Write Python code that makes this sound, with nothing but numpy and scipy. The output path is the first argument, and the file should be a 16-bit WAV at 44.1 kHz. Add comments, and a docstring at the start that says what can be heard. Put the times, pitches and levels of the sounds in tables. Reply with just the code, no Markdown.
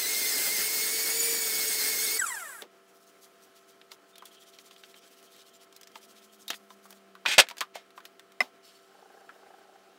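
"""Air sander and slab on a cast-iron bed

An air-driven sander whines at its vane rate over the hiss of grit, is released and runs down,
its pulses falling through the fixed resonances of the exhaust. Over the hum of the workshop a
treble hiss throbs, small parts tick, and metal scrapes and bangs, ringing in its modes. Last, a
heavy slab is set on the bed and slid along it, juddering by stick-slip friction. One microphone."""
import sys
import numpy as np
from scipy import signal
from scipy.io import wavfile
from scipy.ndimage import uniform_filter1d

SR = 44100
rng = np.random.default_rng(int(sys.argv[2]) if len(sys.argv) > 2 else 0)


def to_wav(sig):
    """Store sig (one row per channel, or 1-D mono) as 16-bit WAV at the path in sys.argv[1].

    Samples outside -1..1 are clipped; the rate is SR.
    """
    pcm = np.clip(np.atleast_2d(sig), -1, 1) * 32767
    pcm = np.round(pcm).astype(np.int16)
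    wavfile.write(sys.argv[1], SR, pcm.T)  # frames by channels


N = 440118
TIME = np.arange(N) / SR

# Noise spectra: (frequency [Hz], relative density [dB])
SHOP_SPECTRUM = [(12, -75), (20, -37.5), (138, -28), (187, -12), (337, -4.5), (388, -4.5), (527, -11),
                 (678, -7), (949, -15.5), (1330, -9.5), (1910, -13.5), (14700, -31.5), (16000, -26.5)]
BRIGHT_THROB_SPECTRUM = [(300, -52), (1500, -61), (3200, -2.5), (6000, 1), (10000, -2), (16000, -3.5)]
DULL_THROB_SPECTRUM = [(300, -29), (1500, -8.5), (3500, 2), (6000, -2), (16000, -22.5)]
SCRAPE_SPECTRUM = [(88, -56.5), (150, -29.5), (280, -38), (422, -44), (790, -29), (1260, -19), (1790, -3.5),
                   (3490, -3.5), (16000, -28)]
BANG_SPECTRUM = [(12, -55.5), (20, -32), (300, -30), (434, -20), (607, -2.5), (1120, -11.5), (1530, -3.5),
                 (3250, -4), (6180, -13), (8180, -14.5), (16000, -30.5)]
AIR_SPECTRUM = [(100, -24), (400, -10), (1500, -5), (3000, -16), (5800, -15), (7500, -6), (10500, -3),
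                (16000, -13)]
GRIT_SPECTRUM = [(24, -74), (40, -65), (180, -15.5), (372, -4.5), (433, -5.5), (585, -11.5), (770, -11.5),
                 (1090, -14), (1810, -3.5), (2770, -8), (3700, -7), (4340, -4), (5050, 0), (6170, -6.5),
                 (8200, -4), (10000, -4.5), (12500, -5.5), (14800, -2), (16000, -4.5)]
# Mains-driven hum: (frequency [Hz], level [dB])
HUM_PARTIALS = [(193.8, -77), (387.6, -67), (484.5, -75.5), (678.3, -68.5), (1061, -77.5), (1206, -81),
                (1303, -73.5), (1351, -76.5), (2993, -82), (3187, -83)]
# A low tone that swells and sags: (time [s], frequency [Hz], level [dB])
DRONE_CURVE = [(5.9, 217.6, -72.5), (7.014, 196.8, -64), (7.3, 190, -66)]
# Even runs of throbs in the hiss: (first time [s], last time [s], count, level [dB])
THROB_RUNS = [(2.902, 3.087, 4, -69), (3.235, 3.235, 1, -54), (3.44, 3.7, 3, -62), (3.932, 3.932, 1, -55),
              (4.099, 4.099, 1, -64), (4.269, 4.333, 2, -57), (4.422, 5.033, 11, -58),
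              (5.068, 5.068, 1, -62), (5.126, 5.25, 3, -61), (5.332, 5.625, 5, -56.5),
              (5.372, 5.372, 1, -62), (5.76, 5.76, 1, -59), (5.968, 6.246, 5, -55), (6.344, 6.415, 2, -59),
              (6.547, 6.547, 1, -50), (6.723, 6.723, 1, -61), (6.854, 6.969, 3, -61),
              (7.976, 8.064, 2, -64)]
# Weight of the bright spectrum in that hiss: (time [s], share [0-1])
BRIGHT_SHARE = [(2.7, 1), (4.1, 0.5), (6.2, 0.55), (6.5, 0.9), (9, 0.42)]
# Envelopes of the steady hiss, the slab's rubbing and its judder: (time [s], level [dB])
RUSTLE_LEVEL = [(2.7, -78), (3.25, -68), (3.85, -70), (4, -85), (4.3, -71), (4.95, -72), (5.3, -67),
                (5.65, -78), (6.3, -72), (6.6, -70), (7.1, -80)]
SLIDE_LEVEL = [(8.63, -68), (8.655, -57), (8.7, -59.5), (8.82, -68), (9.3, -69.5), (9.98, -72)]
JUDDER_LEVEL = [(8.9, -60), (8.96, -54), (9.1, -52), (9.22, -53), (9.29, -60), (9.38, -51), (9.55, -49),
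                (9.64, -64), (9.72, -54), (9.79, -56)]
# Squeaks and pings: (time [s], length [s], start pitch [Hz], end pitch [Hz], level [dB])
SQUEAK_EVENTS = [(4.13, .022, 3700, 3550, -62), (4.182, .035, 3450, 3150, -60),
                 (4.255, .04, 3600, 3150, -62), (4.305, .035, 3300, 3000, -62), (4.4, .04, 3300, 3050, -63),
                 (5.535, .04, 7450, 7200, -62), (6.479, .02, 3750, 3700, -40)]
# Ticks and knocks: (time [s], level [dB], ring [Hz], middle re ring [dB], treble re ring [dB])
IMPACTS = [(2.396, -32, 2200, -14, -24), (2.621, -21, 411, -9, -21), (2.635, -26, 600, -22, -32),
           (2.652, -30, 330, -26, -36), (3.814, -41, 2830, -2, -21), (3.917, -32, 940, -2, -10.5),
           (4.156, -34.5, 3640, -9.5, -15), (4.181, -34.5, 3400, -10, -7), (4.222, -27, 1030, -20, -28),
           (4.255, -32, 3380, -17, -4.5), (4.587, -36.5, 3170, -2, -18), (4.71, -35.5, 3260, -4.5, -21),
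           (4.762, -38.5, 3320, -7, -23), (4.836, -34, 3100, -5, -25), (4.942, -44.5, 401, 3, -19),
           (5.228, -48, 5000, -2, -3), (5.364, -47, 5800, -2, -3), (5.632, -45, 4500, -4, -8),
           (5.726, -42, 5300, -5, -9), (5.764, -36, 4040, -6, -6), (5.812, -43.5, 2900, 0.5, 0),
           (5.832, -35, 5000, -8, -14), (5.872, -37, 5600, -6, -12), (5.916, -45, 5500, -8, -14),
           (5.956, -26, 870, -8, -28), (6.48, -21, 3620, -12, -9), (6.503, -17.5, 3190, 1.5, -14),
           (6.504, -24, 700, -20, -20), (6.334, -46, 678, -4, -3), (6.532, -37, 2400, 7, -27),
           (6.542, -33, 2470, 1, -34), (6.704, -28.5, 1020, -16.5, -39), (6.854, -30.5, 1120, -29, -27),
           (6.906, -36.5, 910, -7, -4), (6.926, -35, 666, -5, -15), (7.152, -29.5, 1150, -17, -28),
           (7.253, -13, 1020, -21, -45), (7.26, -6.5, 2470, -7.5, -33), (7.381, -3, 520, -25, -40),
           (7.468, -33, 1700, -9, -30), (7.487, -34, 4600, 3.5, -2), (7.5, -35, 3430, 4, -12),
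           (7.511, -23.5, 960, -8, -24), (7.569, -30.5, 1650, -10, -15), (7.582, -25.5, 4400, -8, -14),
           (7.607, -19, 1150, 2, -10), (7.613, -12.5, 1200, -9, -26), (7.754, -19, 690, -15, -22),
           (7.905, -44, 673, -4, -14), (7.977, -24, 1030, -18, -32), (8.003, -33.5, 1510, -14, -27),
           (8.053, -33, 4200, -2, -9), (8.195, -34.5, 1580, -6.5, -14), (8.32, -44, 1400, -4, -10),
           (9.291, -25.5, 1320, -29, -36)]
# Metal dragged or shaken:
# (time [s], rise [s], hold [s], fade [dB/s], level [dB], relative ring [dB], roughness [dB])
SCRAPE_EVENTS = [(7.266, .02, .012, -500, -31, 1.5, 2.5), (7.3, .018, .02, -450, -29, -1, 2.5)]
BANG_EVENT = (7.3805, .0015, .019, -780, -12.5, -4, 4.0)
SCUFF_EVENT = (7.738, .022, .004, -330, -46, -5, .3)
# Normal modes: (frequency [Hz], relative level [dB], T60 [s])
METAL_MODES = [(890, -19, 0.11), (1535, -6, 0.07), (1760, -4, .07), (2150, -5, 0.2), (2410, -8, .1),
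               (2545, -7, 0.16), (3250, -4, 0.07), (3550, -8, .13), (3870, -8, 0.2), (4400, -7, .1),
               (4820, -10, 0.09), (5500, -7, 0.1), (6480, -16, 0.2), (7540, -17, 0.11), (8350, -15, .15)]
SLAB_MODES = [(258, -14, .08), (748, -11, .08), (1195, -9, .035), (1507, -12, .03), (2046, 0, .028),
              (2363, -8, .025), (3790, -21, .025), (5180, -15, .03), (7200, -24, .025)]
# Resonances driven by friction: (frequency [Hz], bandwidth [Hz], relative level [dB])
JUDDER_RESONANCES = [(780, 55, -5.5), (427, 160, -9), (579, 87, -11.5), (1510, 200, -12), (1080, 140, -15)]
BED_RESONANCES = [(3000, 120, -1), (3960, 130, -4), (4480, 110, 0), (5250, 140, -2), (7390, 120, -4),
                  (9080, 150, -7)]
GRIT_RESONANCES = [(7900, 600, -42), (11300, 300, -48), (13900, 320, -45), (14800, 270, -42.5)]
# The motor with its air cut off: (time [s], vane rate [Hz])
RUNDOWN_RATE = [(2.183, 2022), (2.2, 1950), (2.216, 1617), (2.246, 1340), (2.276, 1156), (2.316, 992),
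                (2.388, 772), (2.454, 620), (2.504, 540), (2.63, 347)]
# Response of the exhaust: (frequency [Hz], gain [dB])
EXHAUST_RESPONSE = [(300, -14), (800, -7), (1150, -3), (1350, 8), (1700, 9), (2100, -3), (2600, -9),
                    (4000, -11), (5500, -8), (6600, -4), (7800, 10), (8700, -3), (10500, -2), (12500, -14),
                    (16000, -45)]
# The motor under load: (time [s], free vane rate [Hz], full drag [Hz], hand strokes done [count])
SANDING_CURVE = [(0, 2130, 150, -.4), (.04, 2150, 160, 0), (.15, 2200, 100, 1), (.237, 2160, 120, 2),
                 (.387, 2170, 140, 4), (.567, 2190, 150, 6), (.7, 2190, 50, 7), (.86, 2200, 70, 9),
                 (.99, 2260, 40, 10), (1.07, 2250, 115, 11), (1.17, 2290, 10, 12), (1.3, 2320, 10, 13),
                 (1.5, 2230, 60, 15), (1.72, 2210, 75, 17), (1.81, 2190, 80, 18), (1.965, 2220, 120, 19),
                 (2.08, 2240, 120, 20), (2.19, 2260, 60, 20.8)]
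# Shaft tone and vane harmonics 1 to 4: (level at USUAL_HZ [dB], slope with vane rate [dB/100 Hz])
WHINE_PARTIALS = [(-49, 5.5), (-42.5, -1.2), (-43.5, 1), (-41.5, 3.2), (-41.5, 3)]

VANES, USUAL_HZ = 5, 2200
SQUEAL_HZ = [3550, 4800, 5050, 5300, 5550, 5900, 7800, 8300]  # the bed whistles under the grit
BAND_LIMIT_HZ = 15780
NO_BASS = signal.butter(2, 220, "high", fs=SR, output="sos")  # small stiff things move no deep bass
NO_RUMBLE = signal.butter(2, 70, "high", fs=SR, output="sos")  # grit makes no rumble


def amp(db):
    """Amplitude ratio of a level in decibels."""
    return 10 ** (np.asarray(db) / 20)


def unit_rms(x):
    """Normalisation to rms 1."""
    return x / np.sqrt(np.mean(x ** 2) + 1e-20)


def add(mix, start_s, sound):
    """Superposition: a sound sums into the mix from start_s on."""
    part = mix[round(start_s * SR):][:len(sound)]
    part += sound[:len(part)]


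def level_at(spectrum, hz):
    """Interpolation of a spectrum on a logarithmic frequency axis."""
    freqs, levels = np.transpose(spectrum)
    return np.interp(np.log(hz + 1), np.log(freqs + 1), levels)


def curves(rows):
    """Linear interpolation in time: the start time, and each other column sample by sample."""
    times, *columns = np.transpose(rows)
    t = np.arange(times[0], times[-1], 1 / SR)
    return times[0], [np.interp(t, times, column) for column in columns]


def drift(n, span_s):
    """Random fluctuation of rms 1: noise smoothed over span_s."""
    width = int(span_s * SR) + 1
    return unit_rms(uniform_filter1d(uniform_filter1d(rng.standard_normal(n), width), width))


def hiss(spectrum, n, patchy_db):
    """Spectral shaping of noise, with patches of level that wander in time and frequency."""
    hz = np.fft.rfftfreq(512, 1 / SR)
    real, imag, patches = rng.standard_normal((n // 128 + 5, 257, 3)).T
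    patches = unit_rms(uniform_filter1d(uniform_filter1d(patches, 6, 0), 12, 1))
    frames = (real + 1j * imag) * amp(level_at(spectrum, hz)[:, None] + patchy_db * patches)
    return unit_rms(signal.istft(frames, nperseg=512, noverlap=384)[1][:n])


def resonate(drive, hz, width_hz):
    """Forced response of one resonance, scaled to rms 1: shift down, smooth, shift back."""
    carrier = np.exp(2j * np.pi * hz * np.arange(len(drive)) / SR)
    pole = np.exp(-np.pi * width_hz / SR)
    return unit_rms((carrier * signal.lfilter([1 - pole], [1, -pole], drive / carrier)).real)


def ring(modes):
    """Impulse response of a body: a sum of damped normal modes."""
    t = TIME[:6000]
    return sum(amp(db - 60 * t / t60) * np.sin(2 * np.pi * hz * t) for hz, db, t60 in modes)


def shop():
    """Superposition of a broadband floor, the line spectrum of mains-driven hum and a sagging drone."""
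    out = amp(-63 + .9 * drift(N, .035)) * hiss(SHOP_SPECTRUM, N, patchy_db=1)
    for hz, db in HUM_PARTIALS:
        waver_db = .87 * np.resize(drift(N // 4, .05), N)
        out += np.sqrt(2) * amp(db + waver_db) * np.sin(2 * np.pi * (hz * TIME + rng.random()))
    start_s, (hz, db) = curves(DRONE_CURVE)
    add(out, start_s, np.sqrt(2) * amp(db) * np.sin(2 * np.pi * np.cumsum(hz) / SR))
    return out


def treble_hiss():
    """Amplitude modulation of noise: a hiss throbs, rings faintly, and swells as the slab rubs."""
    envelope = amp(np.interp(TIME, *np.transpose(SLIDE_LEVEL), left=-200))
    throb = np.exp(-abs((TIME[:4410] - .05) / .021) ** 3)
    for first_s, last_s, count, db in THROB_RUNS:
        for centre_s in np.linspace(first_s, last_s, round(count)):
            late, loud = rng.standard_normal(2)
            add(envelope, centre_s - .05 + .003 * late, amp(db + 1.5 * loud) * throb)
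    envelope += amp(np.interp(TIME, *np.transpose(RUSTLE_LEVEL), left=-200, right=-200))
    crackle = amp(2.3 * drift(N, .00063))
    share = np.clip(np.interp(TIME, *np.transpose(BRIGHT_SHARE)) + .13 * drift(N, .025), 0, 1)
    noise = share * hiss(BRIGHT_THROB_SPECTRUM, N, patchy_db=2.2)
    noise += (1 - share) * hiss(DULL_THROB_SPECTRUM, N, patchy_db=2.8)
    faint_ring = amp(-13 + 6 * drift(N, .025)) * resonate(rng.standard_normal(N), hz=3150, width_hz=200)
    faint_ring *= np.interp(TIME, [4, 4.2, 6.4, 6.7], [0, 1, 1, 0])
    return envelope * crackle * noise + uniform_filter1d(envelope, 6000) * faint_ring


def squeak(start_s, length_s, from_hz, to_hz, db):
    """Random frequency and amplitude modulation roughen a short falling whistle."""
    n = round(length_s * SR)
    hz = np.linspace(from_hz, to_hz, n) * (1 + .02 * drift(n, .0015))
    envelope = amp(db + 3.5 * drift(n, .003)) * signal.windows.tukey(n, .4)
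    return start_s, envelope * np.sin(2 * np.pi * np.cumsum(hz) / SR)


def knock(start_s, db, hz, middle_db, treble_db, t60=None):
    """Impact transient: a crack, then noise and a ring at hz that decay exponentially."""
    n = 5000
    t = TIME[:n]
    spectrum = [(100, middle_db - 36), (600, middle_db - 8), (3500, middle_db),
                (9000, treble_db - 3.5), (16000, treble_db - 5)]
    noise = np.hypot(amp(middle_db), amp(treble_db)) * hiss(spectrum, n, patchy_db=1)
    hump = resonate(resonate(rng.standard_normal(n), hz, .7 * hz), hz, .7 * hz)
    ringing = .75 * (np.sin(2 * np.pi * hz * t) + hump) * np.minimum(t / .002, 1)
    crack = 2.6 * np.exp(-t / .003)
    t60 = max(t60 or .11 + .0015 * db, .01)  # by default, softer knocks die sooner
    tail = amp(-60 * t / t60)
    sound = (noise * (tail + crack) + ringing * tail) * np.minimum(t * SR / 8, 1)
    return start_s, amp(db - 15.5) * signal.sosfilt(NO_BASS, sound)


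def clatter(event, spectrum):
    """Forced vibration: rough noise drives a metal body's modes, under a hiss that dulls as it fades."""
    start_s, rise_s, hold_s, fade_db_per_s, db, ring_db, rough_db = event
    n = 6000
    t = TIME[:n]
    faded_db = fade_db_per_s * np.maximum(t - rise_s - hold_s, 0)
    roughness = amp(rough_db * drift(n, .0006))
    drive = rng.standard_normal(n) * roughness
    body = unit_rms(signal.fftconvolve(drive, ring(METAL_MODES))[:n])
    dull_spectrum = [(hz, level - 4 * np.log2(hz / 1000 + 1)) for hz, level in spectrum]
    bright = np.clip(1 + faded_db / 35, 0, 1)  # wholly dull once 35 dB down
    noise = bright * hiss(spectrum, n, patchy_db=1) + (1 - bright) * hiss(dull_spectrum, n, patchy_db=1.5)
    envelope = np.minimum(t / rise_s, 1) * amp(db + faded_db)
    return start_s, envelope * signal.sosfilt(NO_BASS, noise * roughness + amp(ring_db) * body)


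def slab_landing(start_s):
    """Impact excitation: a rough double blow, 11 ms apart, rings the modes of the slab."""
    t = TIME[:1500]
    blow = rng.standard_normal(len(t)) * (np.exp(-t / .002) + .28 * np.exp(-abs(t - .011) / .002))
    body = signal.fftconvolve(blow, ring(SLAB_MODES))
    body = signal.sosfilt(np.vstack([NO_BASS, NO_BASS]), body)
    body *= amp(-8.5) / abs(body).max()
    add(body, *knock(0, db=-21, hz=736, middle_db=-4, treble_db=-14, t60=.17))
    return start_s, body


def slab_judder(first_slip_s=8.913, slips_per_s=27.2):
    """Stick-slip friction: each slip of the slab swells a steady, resonant rubbing noise."""
    start = round(JUDDER_LEVEL[0][0] * SR) - 2000
    envelope = np.full(N - start, amp(-62.5))
    for slip_s in np.arange(first_slip_s, JUDDER_LEVEL[-1][0], 1 / slips_per_s):
        late, loud = rng.standard_normal(2)
        db = np.interp(slip_s, *np.transpose(JUDDER_LEVEL)) + 1.6 * loud
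        add(envelope, slip_s - start / SR - .004 + .003 * late, amp(db) * signal.windows.hann(1000))
    friction = rng.standard_normal(len(envelope))
    body = sum(amp(db) * resonate(resonate(friction, hz, width), hz, 2 * width)
               for hz, width, db in JUDDER_RESONANCES)
    return start / SR, envelope * body


def singing_bed():
    """Sliding friction under the slab drives the narrow resonances of the bed."""
    envelope = amp(np.interp(TIME, *np.transpose(SLIDE_LEVEL), left=-200) - 12.5 + 3 * drift(N, .025))
    friction = rng.standard_normal(N)
    return envelope * sum(amp(db) * resonate(friction, hz, width) for hz, width, db in BED_RESONANCES)


def sander_rundown(db_per_octave=10.5, air_db_per_s=-25):
    """Source and filter: vane pulses slow behind fixed exhaust resonances as the air hiss fades."""
    start_s, (hz,) = curves(RUNDOWN_RATE)
    n = len(hz)
    t = TIME[:n]
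    phase = 2 * np.pi * np.cumsum(hz) / SR
    pulses = np.zeros(n)
    for k in range(1, 30):  # vane harmonics
        db = level_at(EXHAUST_RESPONSE, k * hz) - .85 * k - 80 * (k * hz > BAND_LIMIT_HZ)
        pulses += amp(db + 4 * drift(n, .008)) * np.cos(k * phase + k * k)
    for k in range(2, 40):  # uneven vanes add weak shaft orders
        db = level_at(EXHAUST_RESPONSE, k * hz / VANES) - 26
        pulses += amp(db + 5 * drift(n, .01)) * np.cos(k * phase / VANES + k * k)
    reflections = .036 * rng.standard_normal(2000) * amp(-60 * TIME[:2000] / .067)
    pulses += signal.fftconvolve(pulses, reflections)[:n]  # near walls make the overtones uneven
    pulses /= np.sqrt(uniform_filter1d(pulses ** 2, 1500))  # flattened, so that speed sets the level
    pulses *= amp(-25 + db_per_octave * np.log2(hz / hz[0])) * np.minimum(t / .016, 1)
    air = amp(-40 + air_db_per_s * t) * hiss(AIR_SPECTRUM, n, patchy_db=1)
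    return start_s, (pulses + air) * signal.windows.tukey(n, .03)


def sanding(recovery_share=.68, grit_db_per_100_hz=.9):
    """Frequency modulation by load: each hand stroke drags the vane tones down and swells the grit."""
    start_s, (free_hz, full_drag_hz, strokes) = curves(SANDING_CURVE)
    drag_hz = full_drag_hz * np.interp(strokes % 1, [0, recovery_share, 1], [1, 0, 1])
    hz = free_hz - drag_hz
    n = len(hz)
    phase = 2 * np.pi * np.cumsum(hz * (1 + .0045 * drift(n, .00645))) / SR
    whine = np.zeros(n)
    for k, (usual_db, slope) in zip((1 / VANES, 1, 2, 3, 4), WHINE_PARTIALS):
        db = usual_db + slope * (hz - USUAL_HZ) / 100
        whine += np.sqrt(2) * amp(db + 1.75 * np.sqrt(k + 1) * drift(n, .014)) * np.sin(k * phase)
    shaft_orders = sum(amp(-64 + 2.4 * drift(n, .0078)) * np.sin(k * phase / VANES + k * k)
                       for k in range(2, 24))
    grains = amp(1.26 * drift(n, .00045) + .8 * drift(n, .06))  # uneven grit roughens the hiss
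    grit = hiss(GRIT_SPECTRUM, n, patchy_db=1.6)
    grit *= amp(-30 + grit_db_per_100_hz * drag_hz / 100) * grains
    grit = signal.sosfilt(NO_RUMBLE, grit)
    rings = sum(amp(db) * resonate(rng.standard_normal(n), f, width) for f, width, db in GRIT_RESONANCES)
    squeals = sum(amp(-53.5 + 5 * drift(n, .012)) * resonate(rng.standard_normal(n), f, width_hz=70)
                  for f in SQUEAL_HZ)
    release = np.clip((TIME[n] - TIME[:n]) / .016, 0, 1)
    return start_s, (whine + shaft_orders + grit + rings + squeals) * release


def scene():
    """Superposition of all sources at one microphone, on two identical channels."""
    mix = shop() + treble_hiss()
    add(mix, *slab_landing(start_s=8.405))
    add(mix, *slab_judder())
    mix += singing_bed()
    add(mix, *sanding())
    add(mix, *sander_rundown())
    for event in SCRAPE_EVENTS:
        add(mix, *clatter(event, SCRAPE_SPECTRUM))
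    add(mix, *clatter(BANG_EVENT, BANG_SPECTRUM))
    add(mix, *clatter(SCUFF_EVENT, SCRAPE_SPECTRUM))
    for event in IMPACTS:
        add(mix, *knock(*event))
    for event in SQUEAK_EVENTS:
        add(mix, *squeak(*event))
    return np.array([mix, mix])


def record(dry):
    """Band limiting and saturation: the microphone loses deep bass, rounds peaks and cuts top treble."""
    thinned = signal.sosfilt(signal.butter(1, 80, "high", fs=SR, output="sos"), dry)
    lowpass = signal.firwin(1023, BAND_LIMIT_HZ, window=("kaiser", 10), fs=SR)
    return signal.oaconvolve(np.tanh(thinned), lowpass[None], "same")


dry = scene()
out = record(dry)
to_wav(out)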